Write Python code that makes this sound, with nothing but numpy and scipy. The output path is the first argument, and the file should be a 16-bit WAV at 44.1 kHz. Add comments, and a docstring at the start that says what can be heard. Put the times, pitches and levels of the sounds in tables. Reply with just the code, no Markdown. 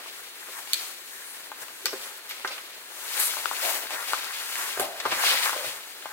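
"""Hands work on a padded helmet on a workbench in a small room, close to a stereo microphone.
First, sleeve and palm rub softly over shell and lining, and fingers tap the shell.
The chin strap's buckle snaps near 0.7 s and again near 1.9 s, where knocks make the hollow inside ring.
From 3 s the rubbing swells louder, with short scuffs and harder knocks of fingers and strap.
A deep knock comes near 4.8 s; the rubbing peaks just after 5 s, then eases off over faint room noise."""
import sys
import numpy as np
from scipy import signal
from scipy.fft import rfft, irfft
from scipy.io import wavfile

SR = 44100
rng = np.random.default_rng(int(sys.argv[2]) if len(sys.argv) > 2 else 0)


def log_audio(samples):
    """Write samples as a 16-bit WAV file to the path given in sys.argv[1]."""
    # one column per channel
    frames = np.atleast_2d(samples).T
    # limit to full scale, then quantise
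    limited = np.clip(frames, -1, 1)
    pcm = np.round(limited * 32767).astype(np.int16)
    wavfile.write(sys.argv[1], SR, pcm)


N = 270024
TIME = np.arange(N) / SR
HZ = np.maximum(np.arange(N // 2 + 1) * SR / N, 1)
AGE = TIME[:SR // 3]  # seconds since a hit began

# In the tables, pan_db is how much louder the left side is, and decay_s is the time to fade by 60 dB.
# Knocks on the shell: start_s, level_db, pitch_hz, hollow_db, tick_db, tick_hz, pan_db
SHELL_KNOCKS = [(0.0598, -30, 1100, -34, -46, 2600, 12), (0.486, -34, 700, -38, -36, 2000, -2),
                (0.673, -35, 816, -55, -32, 2600, 4), (1.516, -24.5, 900, -42, -34, 2600, 3.5),
                (1.683, -35, 1180, -52, -34, 2600, 5), (1.856, -35, 398, -20, -37, 2200, 4),
                (1.93, -19, 407, -25, -49, 2600, 2), (1.935, -40, 428, -14, -35, 1800, -3),
                (2.293, -50, 1500, -65, -25, 11800, 6), (2.4464, -17.5, 1220, -20, -23, 1890, -5.5),
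                (3.166, -27, 1500, -60, -38, 2600, 7), (3.337, -24, 1500, -60, -36, 2600, 9),
                (3.368, -21.5, 1040, -65, -25, 2800, 5), (3.4562, -10.5, 1390, -31, -15.5, 2770, 17),
                (3.512, -15.5, 980, -48, -40, 2600, 8), (3.8688, -28, 1600, -60, -36, 2600, 12),
                (3.906, -26, 850, -47, -23.5, 2600, 2.5), (4.125, -36, 1500, -63, -27, 8900, 10),
                (4.1327, -9, 1160, -56, -16.5, 2900, 5), (4.2441, -31, 1600, -62, -26.5, 4000, 8),
                (4.267, -27, 1500, -62, -38, 2600, 2), (4.49, -37, 1500, -62, -36, 2600, 10),
                (4.555, -27, 2080, -60, -21, 2600, 6), (4.624, -25, 1500, -60, -32, 2600, 5),
                (4.773, -22, 547, -22, -32, 1600, -3), (4.7963, -11.5, 357, -9.5, -19, 3330, -3),
                (5.053, -13, 1170, -30, -24, 2830, 6), (5.056, -14, 595, -22.5, -38, 2600, -3),
                (5.3735, -18, 1990, -48, -34, 2800, 10), (5.493, -15.5, 1200, -51, -25, 2800, 6),
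                (5.53, -20, 898, -54, -28, 2800, 1), (5.563, -22, 570, -34, -43, 2600, -2.5),
                (5.644, -23, 519, -40, -30, 3200, 1), (6.024, -32, 1520, -68, -35.5, 3370, 4),
                (6.056, -20.5, 765, -54, -40, 2800, 3.5)]
# Tones of the hard shell: pitch_hz, level_db, decay_s
SHELL_TONES = [(675, -23, 0.035), (759, -22.5, 0.054), (1036, -23, 0.14), (1255, -17, 0.12),
               (1390, -17.5, 0.023), (1555, -12, 0.055), (1820, -22.5, 0.024), (2105, -21, 0.1)]
# Tones of the air inside the helmet: pitch_hz, level_db, decay_s
HOLLOW_TONES = [(230, -25, 0.36), (383, 1, 0.066), (526, -9, 0.22)]
# Clicks of the buckle and strap fittings: start_s, level_db, pitch_hz, housing_db, edge_db, pan_db
BUCKLE_SNAPS = [(0.733, -16.5, 4100, -38, -26.5, 1), (0.7954, -36, 4200, -42, -55, -5),
                (1.8568, -20, 4400, -21.5, -31, 8), (1.8812, -48, 5030, -31, -56, -12),
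                (2.3096, -43, 4330, -31.5, -46, 10), (5.0005, -40, 3950, -23.5, -50, 12)]
# Tones of the buckle's small parts: pitch_hz, level_db, decay_s
BUCKLE_TONES = [(2410, -6, 0.051), (3120, -5, 0.025), (3750, -3, 0.021), (4320, 5.5, 0.016),
                (4650, 2, 0.012), (6600, 1, 0.009), (7850, 2, 0.011), (11800, 6, 0.0046)]
# Strokes of hand and sleeve: peak_s, rub_db, rise_s, fall_s, rumble_vs_rub_db, hiss_vs_rub_db, pan_db
HAND_STROKES = [(0.02, -43, 0.15, 0.16, -8, -13, 2), (0.2, -45, 0.3, 0.1, -31, -1, 5),
                (0.59, -41, 0.23, 0.051, -19, -1, 5), (0.8, -41.5, 0.17, 0.25, -14, 1.5, 4),
                (1.14, -50.5, 0.15, 0.14, -17, 5.5, 5), (1.38, -46.5, 0.33, 0.22, -12, -1.5, 5),
                (1.62, -40.5, 0.027, 0.05, -11.5, -1, 5), (1.76, -56, 0.08, 0.073, -11, 8.5, 7),
                (2.04, -40, 0.22, 0.14, -11.5, -1.5, 2.5), (2.55, -41.5, 0.37, 0.22, -10.5, -5, 2.5),
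                (3.231, -30, .16, 0.21, -15, 0, 5), (3.48, -37, 0.15, 0.21, -13, -8, 3),
                (3.696, -27.5, 0.13, 0.099, -11.5, -1.5, 4.5), (3.95, -35.5, 0.14, 0.076, -9, -7.5, 3.5),
                (4.11, -32, 0.21, 0.15, -13.5, -4, 4.5), (4.4, -36, 0.31, .1, -28, -8.5, 3),
                (4.609, -31.5, 0.28, 0.27, -15, -2.5, 3.5), (5.08, -37, 0.14, 0.26, -2, -19, -1),
                (5.279, -22, 0.12, 0.14, -16.5, -5, 3), (5.45, -25, 0.048, 0.092, -18, -4.5, 4),
                (5.68, -35, 0.18, 0.13, -9.5, -2.5, 3), (5.88, -51.5, 0.042, .16, -7, 4, 13),
                (6.11, -42, 0.16, .08, -12, -5, 2)]
# The hand halts between strokes: middle_s, drop_db, half_length_s
HAND_HALTS = [(0.35, 0.5, 0.056), (1.003, 2.5, 0.067), (1.503, 0.5, 0.04), (2.22, 4, 0.025),
              (3.866, 3.5, 0.03), (4.9, 2.5, 0.06), (5.817, 1.5, 0.033)]
# Tone colour of the rubbing: frequency_hz, level_db
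RUB_COLOUR = [(120, -8.5), (190, -21), (350, -14), (550, -6), (800, -7.5), (1250, -7), (2200, -5.5),
              (3000, -7), (4200, -7.5), (5500, -4), (9500, -4), (13000, -4), (15500, -6)]
# Short scuffs, plus narrow hums and rings that linger after the buckle snap and deep knock:
# peak_s, level_db, centre_hz, width_octaves, rise_s, fall_s
SCUFFS_AND_HUMS = [(0.491, -47, 414, 0.85, 0.0087, 0.013), (.79, -38.5, 3250, 1.4, 0.095, 0.082),
                   (1.19, -49, 1720, 0.24, 0.09, .13), (1.31, -44, 9900, 0.52, 0.083, 0.11),
                   (1.862, -40.5, 396, 0.23, 0.018, 0.026), (1.875, -35, 5330, 0.21, 0.012, 0.038),
                   (2.18, -44, 12500, 0.6, 0.012, 0.008), (2.293, -36, 11900, 0.2, .0012, 0.02),
                   (2.315, -37.5, 2730, 1.9, 0.026, 0.038), (2.478, -31.5, 3670, 1.3, 0.0049, 0.014),
                   (2.581, -35.5, 1990, 1.7, .003, 0.011), (3.202, -22.5, 12600, 0.51, 0.0076, 0.019),
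                   (3.22, -35.5, 4200, 0.25, 0.052, 0.12), (3.272, -25.5, 10200, 0.62, 0.091, 0.017),
                   (3.675, -31.5, 710, 0.67, 0.033, 0.063), (3.73, -33, 14000, 0.3, 0.12, 0.085),
                   (4.797, -26, 10800, 0.86, .002, 0.033), (4.805, -34, 615, 1.9, 0.014, 0.06),
                   (4.815, -34, 673, 0.5, 0.011, 0.089), (5.0024, -30.5, 2800, 1.7, 0.002, 0.005),
                   (5.061, -24, 790, 1.35, 0.0056, 0.015), (5.128, -23, 1250, 2.7, 0.016, 0.018),
                   (5.238, -23.5, 1270, 0.99, 0.0041, 0.011), (5.315, -24.5, 3530, 0.9, 0.063, 0.043),
                   (5.57, -38.5, 562, 0.29, 0.023, 0.078)]
# Cloth slides with a gliding pitch: peak_s, level_db, pitch_hz, glide_octaves_per_s, half_length_s
CLOTH_SWISHES = [(0.577, -48, 1000, -10, 0.039), (5.276, -28, 1797, -40, 0.013),
                 (5.303, -33.5, 3294, 34.5, 0.016)]
# The helmet is pressed onto its soft mat: peak_s, level_db
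MAT_PRESSES = [(1.63, -66), (4.8, -55), (5.075, -53), (5.145, -61), (5.68, -58)]
# Echoes from bench, drawers and wall: delay_s, left_db, right_db
NEAR_ECHOES = [(.0036, -10.5, -9.5), (.0047, -61, -32), (.0057, -29, -10), (.0068, -31, -16),
               (.0083, -9, -18), (.0094, -8, -6)]
# Tone colour of the still room: frequency_hz, level_db
AIR_COLOUR = [(25, -27), (100, -15.5), (170, -14), (400, 2.5), (650, -5.5), (1200, -4), (1700, 3.5),
              (3200, 2), (4300, 4), (5500, -9), (10000, -27), (15500, -4)]
# How much of a noise both sides hear alike: frequency_hz, share_0_to_1
STEREO_LIKENESS = [(200, 0.96), (450, 0.98), (1000, 0.43), (3000, 0.58), (14000, 0.03)]

RIGHT_LAG_SAMPLES = 5  # sound reaches the right side this much later


def knocks():
    """Each knock ticks and rings the shell and the air inside. Returns a near part and a far part."""
    near, far = np.zeros((2, 2, N))
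    for start_s, db, pitch_hz, hollow_db, tick_db, tick_hz, pan_db in SHELL_KNOCKS:
        push = ring(pitch_hz, db + 6.5, decay_s=0.0069)
        # taps on the near left side ring the shell less
        shell_db = db + 8 - 1.6 * max(pan_db, 0)
        # tones close to the knock's own pitch ring the most
        woken = [(hz, tone_db - 5 * abs(np.log2(hz / pitch_hz)) + rng.normal(0, 1), decay_s)
                 for hz, tone_db, decay_s in SHELL_TONES]
        body = ring_together(woken, shell_db) + ring_together(HOLLOW_TONES, hollow_db - 14)
        tick = ring(tick_hz, tick_db + 12, decay_s=0.0023)
        tick += from_db(tick_db - 0.5) * burst(tick_hz / 1.4, tick_hz * 2.25, decay_s=0.0036)
        contact = push * sides(pan_db + 3) + tick * sides(0.71 * pan_db)
        sound = band(contact, 730, 18000, order=1) + body
        nearness = np.clip(pan_db / 21, 0, 1)  # further left is closer to the microphone
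        for part, share in ((near, nearness), (far, 1 - nearness)):
            add(part, start_s + 0.000881, share * sound)
    return near, far


def buckle_snaps():
    """The buckle's catch lets go: a sharp edge, the ring of its small parts and a clack of its housing."""
    out = np.zeros((2, N))
    for start_s, db, pitch_hz, housing_db, edge_db, pan_db in BUCKLE_SNAPS:
        parts = ring_together(BUCKLE_TONES, db - 4.5)
        catch = ring(pitch_hz, db + 17.5, decay_s=0.0034)
        housing = from_db(housing_db - 1) * burst(870, 3900, decay_s=0.042)
        edge = from_db(edge_db + 18) * burst(10200, 15800, decay_s=0.0044)
        # the first crack points to the left, the ring spreads all round
        crack = catch * sides(pan_db + 16) + edge * sides(pan_db + 2)
        ringing = (parts + housing) * sides(pan_db - 7.5)
        add(out, start_s + 0.00046, band(crack + ringing, 860, 18000, order=1))
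    return out


def rubbing():
    """The sliding hand shakes the shell, rubs the padding and makes the cloth hiss; its grip wavers."""
    rumble_gain, rub_gain, hiss_gain = stroke_gains()
    colour = from_db(over_hz(RUB_COLOUR)) * echo_ripple(depth=0.22)
    colour *= resonance(HOLLOW_TONES, boost_db=-8) * resonance(SHELL_TONES, boost_db=8)
    grip = drift(rate_hz=19)
    coarse, medium, fine = (irfft(fibre_slips(per_s, spread_db=5.5, click_share=share) * colour, N)
                            for per_s, share in ((670, 0.33), (1300, 0.27), (4900, 0.27)))
    rumble = rms_one(band(coarse, 222, 1050, order=3)) * rumble_gain
    rumble *= from_db(-0.5 + drift(rate_hz=27) + 2 * grip)
    # the rub turns brighter and duller as the hand rolls over the padding
    bright_db = 2 * drift(rate_hz=16)
    dull = band(medium, 830, 2015, order=3) * from_db(-bright_db)
    bright = band(np.roll(medium, N // 2), 2000, 4690, order=3) * from_db(bright_db)
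    rub = rms_one(dull + bright) * rub_gain * from_db(-0.64 + grip)
    hiss = rms_one(band(fine, 5430, 17600, order=3)) * hiss_gain * from_db(2 + 0.66 * grip)
    ticks = band(snags(per_s=20), 880, 9000) * rub_gain * from_db(9.5)
    return (rumble + rub + hiss + ticks) * sides(pan_db=0.2)


def stroke_gains():
    """Stereo gains of rumble, rub and hiss: each stroke swells all three, and each halt dips them."""
    resting_db = [-61, -51, -51]  # the hands never hold quite still
    power = (from_db(resting_db)[:, None, None] * sides(pan_db=2)) ** 2
    for peak_s, db, rise_s, fall_s, rumble_db, hiss_db, pan_db in HAND_STROKES:
        gains = from_db([db + rumble_db, db, db + hiss_db])[:, None, None] * sides(pan_db)
        power = power + (gains * swell(peak_s, rise_s, fall_s, 1.08, 1)) ** 2
    halt_db = sum(drop_db * swell(middle_s, half_s, half_s, 4.5, 2.6)
                  for middle_s, drop_db, half_s in HAND_HALTS)
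    return from_db(-halt_db) * np.sqrt(power)


def fibre_slips(per_s, spread_db, click_share):
    """Fibres catch and let go: tiny uneven clicks on a smooth hiss. Returns left and right spectra."""
    sizes = from_db(spread_db * np.minimum(rng.exponential(1, N), 5)) * rng.choice([-1, 1], N)
    clicks = rms_one(sizes * (rng.random(N) < per_s / SR))
    direct = np.sqrt(click_share) * clicks + np.sqrt(1 - click_share) * rng.standard_normal(N)
    return stereo_spectra(direct)


def resonance(tones, boost_db):
    """Gain at each frequency: the helmet lifts the rubbing noise near its own tones."""
    return 1 + sum(from_db(db + boost_db) / (1 + (2 * np.pi * (HZ - hz) * decay_s / np.log(1000)) ** 2)
                   for hz, db, decay_s in tones)


def snags(per_s):
    """Now and then a seam or the strap's weave snags: a scratchy tick at one of eight pitches."""
    pitches_hz = np.geomspace(1300, 5200, num=8)
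    kicks = from_db(rng.uniform(-1.4, 1, N)) * (rng.random(N) < per_s / SR)
    chosen = rng.integers(0, len(pitches_hz), N)
    return sum(signal.oaconvolve(kicks * (chosen == k), ring(hz, 0, decay_s=0.0032))[:N]
               for k, hz in enumerate(pitches_hz))


def scuffs_and_hums():
    """Bands of grainy noise swell and die: short scuffs, and narrow hums and rings that follow a hit."""
    out = np.zeros((2, N))
    grainy = irfft(fibre_slips(per_s=5600, spread_db=7.5, click_share=0.27), N)
    for peak_s, db, centre_hz, octaves, rise_s, fall_s in SCUFFS_AND_HUMS:
        edge_ratio = 2 ** (octaves / 2)
        noise = rms_one(band(grainy, centre_hz / edge_ratio, centre_hz * edge_ratio))
        out += from_db(db) * swell(peak_s, rise_s, fall_s, 3.4, 1) * noise
    return out * sides(pan_db=2.5)


def cloth_swishes():
    """Ribbed cloth sliding over an edge sings in a narrow band whose pitch follows the speed."""
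    out = np.zeros(N)
    for peak_s, db, hz, glide, half_s in CLOTH_SWISHES:
        pitch_hz = hz * 2 ** (glide * np.clip(TIME - peak_s, -2 * half_s, 2 * half_s))
        phase = 2 * np.pi * np.cumsum(pitch_hz) / SR
        width_hz = 0.13 * hz
        noisy_tone = drift(width_hz) * np.cos(phase) + drift(width_hz) * np.sin(phase)
        out += from_db(db) * swell(peak_s, half_s, half_s, 1.5, 1.5) * noisy_tone
    return out * sides(pan_db=3.5)


def mat_presses():
    """Leaning on the helmet gives a soft low thud, alike on both sides."""
    weight = sum(from_db(db) * swell(peak_s, rise_s=0.016, fall_s=0.025, rise_curve=2.4, fall_curve=0.69)
                 for peak_s, db in MAT_PRESSES)
    return weight * rms_one(band(rng.standard_normal(N), low_hz=108, high_hz=133))


def room(x, tail_db, tail_s, scatter_db, scatter_s):
    """The room adds near echoes whose treble the clutter smears, a quick scatter and a faint tail."""
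    echoes = np.zeros((2, len(AGE)))
    for delay_s, left_db, right_db in NEAR_ECHOES:
        echoes[:, round(delay_s * SR)] += from_db([left_db, right_db])
    smear = np.array([burst(3500, 11400, decay_s=0.007) for _ in range(2)])
    smear = from_db(-6) * smear / np.linalg.norm(smear, axis=1, keepdims=True)
    response = band(echoes, 20, 4600) + signal.fftconvolve(echoes, smear, axes=1)[:, :len(AGE)]
    fade_in = np.clip(AGE / 0.0083, 0, 1) ** 2
    fade_out = from_db(scatter_db - 60 * AGE / scatter_s) + from_db(tail_db - 60 * AGE / tail_s)
    response += rng.standard_normal(response.shape) * fade_in * fade_out
    response = band(response, 920, 15000, order=1)
    # the direct sound, left then right
    response[0, 0] += 1
    response[1, RIGHT_LAG_SAMPLES] += 1
    return signal.fftconvolve(x, response, axes=1)[:, :N]


def echo_ripple(depth):
    """Gain at each frequency: near echoes strengthen some parts of a steady sound and weaken others."""
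    echoes = sum(from_db(db) * np.exp(-2j * np.pi * HZ * delay_s) for delay_s, db, _ in NEAR_ECHOES)
    return abs(1 + depth * echoes)


def room_air():
    """The still room gives a faint, steady noise."""
    spectra = stereo_spectra(rng.standard_normal(N)) * from_db(over_hz(AIR_COLOUR))
    return from_db(-46.5) * rms_one(irfft(spectra, N)) * sides(pan_db=2)


def stereo_spectra(direct):
    """The direct sound reaches the left first; scattered noise is different on each side."""
    alike = over_hz(STEREO_LIKENESS)
    pair = np.array([direct, np.roll(direct, RIGHT_LAG_SAMPLES)])
    scattered = rng.standard_normal((2, N))
    return np.sqrt(alike) * rfft(pair) + np.sqrt(1 - alike) * rfft(scattered)


def ring(hz, db, decay_s):
    """One struck tone: it builds up over the moment of contact, then dies away."""
    build_up = 1 - np.exp(-AGE / 0.00016)
    return from_db(db - 60 * AGE / decay_s) * np.sin(2 * np.pi * hz * AGE) * build_up


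def ring_together(tones, db):
    """A struck object rings all its tones at once; every second one starts by swinging the other way."""
    return sum((-1) ** k * ring(hz, db + tone_db, decay_s)
               for k, (hz, tone_db, decay_s) in enumerate(tones))


def burst(low_hz, high_hz, decay_s):
    """A crack of noise that dies away."""
    return rms_one(band(rng.standard_normal(len(AGE)), low_hz, high_hz)) * from_db(-60 * AGE / decay_s)


def swell(peak_s, rise_s, fall_s, rise_curve, fall_curve):
    """Rise to 1 at peak_s, then fall away. A curve of 1 gives a sharp peak, 2 a round one."""
    before = np.maximum(peak_s - TIME, 0) / rise_s
    after = np.maximum(TIME - peak_s, 0) / fall_s
    return np.exp(-before ** rise_curve - after ** fall_curve)


def drift(rate_hz):
    """A random wobble of typical size 1, mostly slower than rate_hz."""
    return rms_one(irfft(rfft(rng.standard_normal(N)) / (1 + (HZ / rate_hz) ** 2), N))


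def band(x, low_hz, high_hz, order=2):
    """Keep what lies between two frequencies; a higher order cuts more steeply."""
    edges = np.clip([low_hz, high_hz], [10, 20], [.44 * SR, .45 * SR])
    return signal.sosfilt(signal.butter(order, edges, "band", fs=SR, output="sos"), x)


def over_hz(points):
    """Join (frequency, value) points into a curve, giving each octave equal room."""
    hz, value = np.transpose(points)
    return np.interp(np.log(HZ), np.log(hz), value)


def sides(pan_db):
    """Left and right gains that place a sound without changing its total power."""
    return rms_one(from_db(np.array([[.5], [-.5]]) * pan_db))


def from_db(db):
    """Turn decibels into a gain to multiply by."""
    return 10 ** (np.asarray(db) / 20)


def rms_one(x):
    """Scale a signal so that its typical size (rms) is 1."""
    return x / np.sqrt(np.mean(x ** 2) + 1e-20)


def add(out, start_s, sound):
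    """Mix a short sound in at start_s."""
    start = round(start_s * SR)
    out[..., start:start + len(AGE)] += sound[..., :N - start]


def scene():
    """Snaps and the far part of each knock lose bass and echo in the room; the rest is mixed in dry."""
    near, far = knocks()
    hits = band(buckle_snaps() + far, 276, 0.45 * SR)
    echoing = room(hits, tail_db=-40, tail_s=0.62, scatter_db=-19.5, scatter_s=0.027)
    close_taps = band(near, 350, 19500)
    handling = rubbing() + scuffs_and_hums() + cloth_swishes() + mat_presses()
    return echoing + close_taps + handling + room_air()


def record(dry):
    """The microphone's right side faces away and hears less top treble; both sides stop at 15.8 kHz."""
    left, right = dry
    shade_db = over_hz([(5000, 0.5), (9000, 1.5), (14000, -5.5)])
    shaded = irfft(rfft(right) * from_db(shade_db), N)
    treble_cut = signal.ellip(12, .1, 80, 15800, fs=SR, output="sos")
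    return signal.sosfilt(treble_cut, [left, shaded])


dry = scene()
out = record(dry)
log_audio(out)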